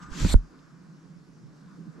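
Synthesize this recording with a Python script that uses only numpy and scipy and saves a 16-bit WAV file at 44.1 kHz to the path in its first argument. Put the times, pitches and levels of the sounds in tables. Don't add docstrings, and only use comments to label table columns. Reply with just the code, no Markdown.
import sys
import numpy as np
from scipy import signal
from scipy.io import wavfile
from scipy.ndimage import uniform_filter1d

SR = 44100
rng = np.random.default_rng(int(sys.argv[2]) if len(sys.argv) > 2 else 0)


def unload_wav(signal):
    wavfile.write(
        sys.argv[1],
        SR,
        np.round(np.clip(np.atleast_2d(signal).T, -1, 1) * 32767).astype(np.int16),
    )


N = 88200


def amp(db):
    return 10 ** (np.asarray(db) / 20)


def evened(x):
    return x / np.sqrt(np.mean(x ** 2) + 1e-20)


def read(points, hz):
    f, *values = np.transpose(points)
    return np.array([np.interp(np.log(hz + 1), np.log(f + 1), v) for v in values])


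def curve(points, t):
    s, *values = np.transpose(points)
    return np.array([np.interp(t, s, v) for v in values])


def sides(pan_db):
    return amp(np.array([pan_db / 2, -pan_db / 2]))


def ring(x, hz, width_hz):
    turn = np.exp(2j * np.pi * np.cumsum(hz * np.ones(N)) / SR)
    r = np.exp(-np.pi * width_hz / SR)
    smooth = signal.lfilter([1 - r], [1, -r], x / turn)
    return 2 * (turn * smooth).real


def pair(same):
    a, b = rng.standard_normal((2, N))
    same = np.clip(same, -1, 1)
    return np.array([a, same * a + np.sqrt(1 - same ** 2) * b])


def frames(size, same, patch_db):
    a, b, c, d, patch = rng.standard_normal((4 * N // size + 5, size // 2 + 1, 5)).T
    patch = uniform_filter1d(patch, size=size // 64, axis=0)
    patch = evened(uniform_filter1d(patch, size=10, axis=1))
    same = np.clip(same, -1, 1)
    left = a + 1j * b
    right = same * left + np.sqrt(1 - same ** 2) * (c + 1j * d)
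    return np.array([left, right]) * amp(patch_db * patch)


def sound(z, size):
    return signal.istft(z, nperseg=size, noverlap=3 * size // 4)[1][:, :N]


def shaken(modes, same, pan_db, lumps_db, level):
    lumps = uniform_filter1d(rng.standard_normal(N), size=900)
    lumps = evened(uniform_filter1d(lumps, size=900))
    drive = pair(same) * amp(lumps_db * lumps + curve(level, np.arange(N) / SR)[0])
    gain = np.sqrt(sum(amp(2 * db) * np.pi * w / SR for _, w, db in modes) / 2)
    rung = sum(amp(db) * ring(ring(drive, hz, w), hz, 2 * w) for hz, w, db in modes)
    return rung / gain * sides(pan_db)[:, None]


def woods():
    # f/Hz, relative density/dB
    hiss_tilt = [(25, -31), (100, -12), (300, -4), (550, -14), (800, -16.5), (1500, -18), (2100, -22),
                 (3300, -27), (4550, -24), (5050, -21.5), (5700, -23), (7400, -28.5), (8600, -35),
                 (11800, -41.5), (13000, -50), (15500, -77)]
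    # f/Hz, likeness (0-1)
    hiss_same = [(60, 0.75), (240, 0.66), (950, 0.29), (3770, 0.65), (15000, 0.53)]
    # f/Hz, left over right/dB
    hiss_pan = [(60, -6), (240, 1.5), (950, -7), (3770, 1.5), (15000, 2.5)]
    # f/Hz, phase by which left leads/rad
    hiss_lead = [(100, 0), (800, -.5), (2700, -1.3), (4300, -.4), (5600, -.1)]
    level_db, swell_db, patch_db = -62, .5, 1.2

    hz = np.fft.rfftfreq(1024, 1 / SR)
    z = frames(size=1024, same=read(hiss_same, hz)[0][:, None], patch_db=patch_db)
    t = np.arange(z.shape[2]) * 256 / SR
    swell = evened(sum(np.sin(2 * np.pi * (f * t + rng.random())) / np.sqrt(f)
                       for f in np.geomspace(.3, 6, num=20)))
    z = z * amp(read(hiss_tilt, hz)[0][:, None] + swell_db * swell)
    z = z * sides(read(hiss_pan, hz)[0])[:, :, None]
    z[0] *= np.exp(1j * read(hiss_lead, hz)[0])[:, None]
    return amp(level_db) * evened(sound(z, size=1024))


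def hollow():
    # f/Hz, width/Hz, relative level/dB
    hollow_modes = [(1227, 35, 11), (7800, 120, -13.5)]
    # t/s, level/dB
    hollow_fade = [(0, -52.5), (.09, -56), (.16, -60), (.3, -104)]
    t = np.arange(N) / SR
    tone = shaken(hollow_modes, same=0.66, pan_db=0, lumps_db=0.98, level=hollow_fade)
    return tone * (t < hollow_fade[-1][0])


def whine():
    # start t/s, end t/s, f/Hz, RMS level at its middle/dB
    start, end, hz, db = (.375, .63, 4802, -82)
    t = np.arange(N) / SR
    swell = np.sin(np.pi * np.clip((t - start) / (end - start), 0, 1)) ** .5
    return amp(db) * np.sqrt(2) * swell * np.sin(2 * np.pi * hz * t)


def grip_hum():
    # t/s, level/dB
    hum_level = [(0, -46.5), (.12, -46.5), (.145, -42), (.22, -39), (0.249, -40), (.285, -47), (.345, -61),
                 (.39, -52), (.44, -48.5), (.47, -59), (.55, -57), (.66, -59.5), (.73, -50), (.97, -52),
                 (1.0, -60.5), (1.04, -48.5), (1.25, -55.5), (1.34, -53), (1.45, -45), (1.602, -58.5),
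                 (1.632, -50), (1.758, -49), (1.797, -39.5), (1.846, -52), (1.876, -37.5), (1.92, -51.5),
                 (2, -50.5)]
    # t/s, f/Hz
    hum_pitch = [(.1, 160.3), (.25, 177.3), (.7, 148.4), (.85, 165.8), (1.15, 161), (1.4, 147), (1.8, 169),
                 (2, 166)]
    # f/Hz, width/Hz, relative level/dB
    creak_modes = [(273.7, 83.6, -3), (403, 89, -19.5)]
    # t/s, level/dB
    creak_level = [(0, -65.5), (0.251, -35.5), (.275, -47), (.4, -71.5), (.53, -54), (.65, -65.5),
                   (1.5, -59.5), (1.7, -65.5), (1.79, -53.5), (1.88, -59), (2, -49.5)]
    same, pan_db, hum_width_hz, low_cut_hz = 0.63, -2.5, 37.5, 128

    pitch = curve(hum_pitch, np.arange(N) / SR)[0]
    hum = shaken([(pitch, hum_width_hz, 0)], same, pan_db, lumps_db=1, level=hum_level)
    creak = shaken(creak_modes, same, pan_db, lumps_db=1.0, level=creak_level)
    low_cut = signal.butter(4, low_cut_hz, "high", fs=SR, output="sos")
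    return signal.sosfilt(low_cut, hum + creak)


def rustle():
    # f/Hz, width/Hz, relative level/dB
    shell_modes = [(1088, 216, 5.5), (1219, 234, 9), (1418, 248, 8.5)]
    # t/s, level/dB
    rustle_level = [(0, -54.5), (0.098, -55.5), (0.139, -48.5), (.18, -58), (.33, -49.5), (.36, -64),
                    (.7, -66.5), (1.35, -74.5), (1.6, -70), (1.73, -61.5), (1.78, -70), (2, -63.5)]
    return shaken(shell_modes, same=0.65, pan_db=1, lumps_db=0.98, level=rustle_level)


def ticks():
    # t/s, burst level before the resonances/dB, centre f/Hz
    tick_list = [(.104, -56, 10000), (.355, -40, 8600), (.591, -48, 3200)]
    width_hz, decay_s = 2200, .002
    t, out = np.arange(N) / SR, np.zeros((2, N))
    for s, db, hz in tick_list:
        burst = pair(0.28) * (t >= s) * np.exp(-np.maximum(t - s, 0) / decay_s)
        for _ in range(3):
            burst = ring(burst, hz, width_hz)
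        out += amp(db) * burst
    return out


def sway():
    # t/s, level/dB
    sway_level = [(0, -70), (.09, -62), (0.168, -62), (0.221, -32), (.3, -38), (0.334, -27), (.35, -34),
                  (.44, -63.5), (.7, -79), (2, -78)]
    hz, width_hz = 42.7, 54.4
    return shaken([(hz, width_hz, 0)], same=0.64, pan_db=-2, lumps_db=0.98, level=sway_level)


def blows():
    # t/s, force/dB, contact/s, left over right/dB, direction (+1 or -1)
    blow_list = [(.113, -36, .012, -6, 1), (.2294, -20, .0033, 0, 1), (.2426, -15.5, .0046, -3.5, 1),
                 (.248, -3.5, .0003, 1.5, -1), (.2489, -5.5, .0028, 2, -1), (.2555, -15.5, .006, 6, 1),
                 (.2635, -19, .0013, -12, 1), (.3417, -5.5, .0007, -10, -1), (.3419, -4.5, .0021, 1, 1),
                 (.3462, -16, .0105, -17.5, 1), (.3513, -6.5, .0128, 6.5, -1)]
    # f/Hz, level per ms of push/dB, time to fall 60 dB/s, left over right/dB
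    body_modes = [(40.5, -20, .155, -4.5), (66.8, -14, .035, -17), (199, -17, .06, -11),
                  (245, -8, .032, -4), (409, -12, .009, -12), (580, -9.5, .009, 4), (943, -9, .014, 1),
                  (1420, -10, .016, 6), (1800, -14, .005, 1)]

    force, t = np.zeros((2, N)), np.arange(N) / SR
    for s, db, contact, pan_db, way in blow_list:
        u = np.clip((t - s) / contact, 0, 1)
        push = np.sign(way) * amp(db) * np.sin(np.pi * u) ** 2
        force += sides(pan_db)[:, None] * push
    t = t[:SR // 2]
    body = sum(sides(pan_db)[:, None] * amp(db - 60 * t / t60) * np.sin(2 * np.pi * hz * t)
               for hz, db, t60, pan_db in body_modes)
    return signal.fftconvolve(force, body * 1000 / SR, axes=1)[:, :N]


def whistle():
    # t/s, level/dB
    whistle_level = [(.12, -78), (.2, -51), (.3, -49), (0.338, -43)]
    hz, width_hz = 7264, 115
    t = np.arange(N) / SR
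    tone = shaken([(hz, width_hz, 0)], same=0.47, pan_db=9, lumps_db=0.91, level=whistle_level)
    return tone * (t > whistle_level[0][0]) * (t < whistle_level[-1][0])


def slide():
    # t/s, level/dB, pressure (0-1)
    slide_course = [(0, -72, 0), (.016, -62.5, 0.26), (.03, -52.5, 0), (.055, -63.5, 0), (.095, -66.5, 0.3),
                    (.125, -48.5, 0), (.17, -43.5, 0.34), (.21, -37.5, 0.25), (.26, -39.5, 0.48),
                    (.3, -35, 0.82), (.338, -35, 1), (.346, -57.5, 0.5), (.37, -59.5, 0), (.42, -85, 0.1)]
    # f/Hz, light left/dB, light right/dB, pressed left/dB, pressed right/dB
    slide_colour = [(740, -21, -8.5, 10.5, 19.5), (1020, 6, 13, -33, 10.5), (1330, 19.5, 11.5, -13, 1),
                    (2090, 4, 1.5, 12.5, 15.5), (2930, 7.5, 1.5, 1.5, 7.5), (3280, 0, 6.5, 10, 16.5),
                    (4340, 5, -2.5, 15.5, 20.5), (4900, 6, 4.5, 7.5, 2), (6200, 5, 5.5, 4, 9),
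                    (7460, 4.5, -1, 14, -22), (8420, -17.5, -6, 21, -2), (9500, -12, -12, 4.5, -23),
                    (12500, -21, -24, 2.5, 0), (13400, -24, -26, -2, -16), (15600, -56, -59, -11, -56)]

    z = frames(size=256, same=0.61, patch_db=1.5)
    colour = read(slide_colour, np.fft.rfftfreq(256, 1 / SR))[:, :, None]
    light, pressed = colour[:2], colour[2:]
    pressure = np.clip(curve(slide_course, np.arange(z.shape[2]) * 64 / SR)[1], 0, 1)
    shape = amp(light + pressure * (pressed - light))
    shape[:, :4] = 0
    shape_rms = np.sqrt((shape ** 2).mean((0, 1)))
    hiss = evened(sound(z * shape / shape_rms, size=256))
    t = np.arange(N) / SR
    return hiss * amp(curve(slide_course, t)[0]) * (t < slide_course[-1][0])


def scene():
    background = woods() + hollow() + whine()
    housing = grip_hum() + rustle() + ticks() + sway() + blows()
    cloth = whistle() + slide()
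    return background + housing + cloth


def record(dry):
    edge_hz = 15680
    low_pass = signal.firwin(511, edge_hz, window=("kaiser", 9), fs=SR)
    return signal.oaconvolve(dry, low_pass[None], "same")


dry = scene()
out = record(dry)
unload_wav(out)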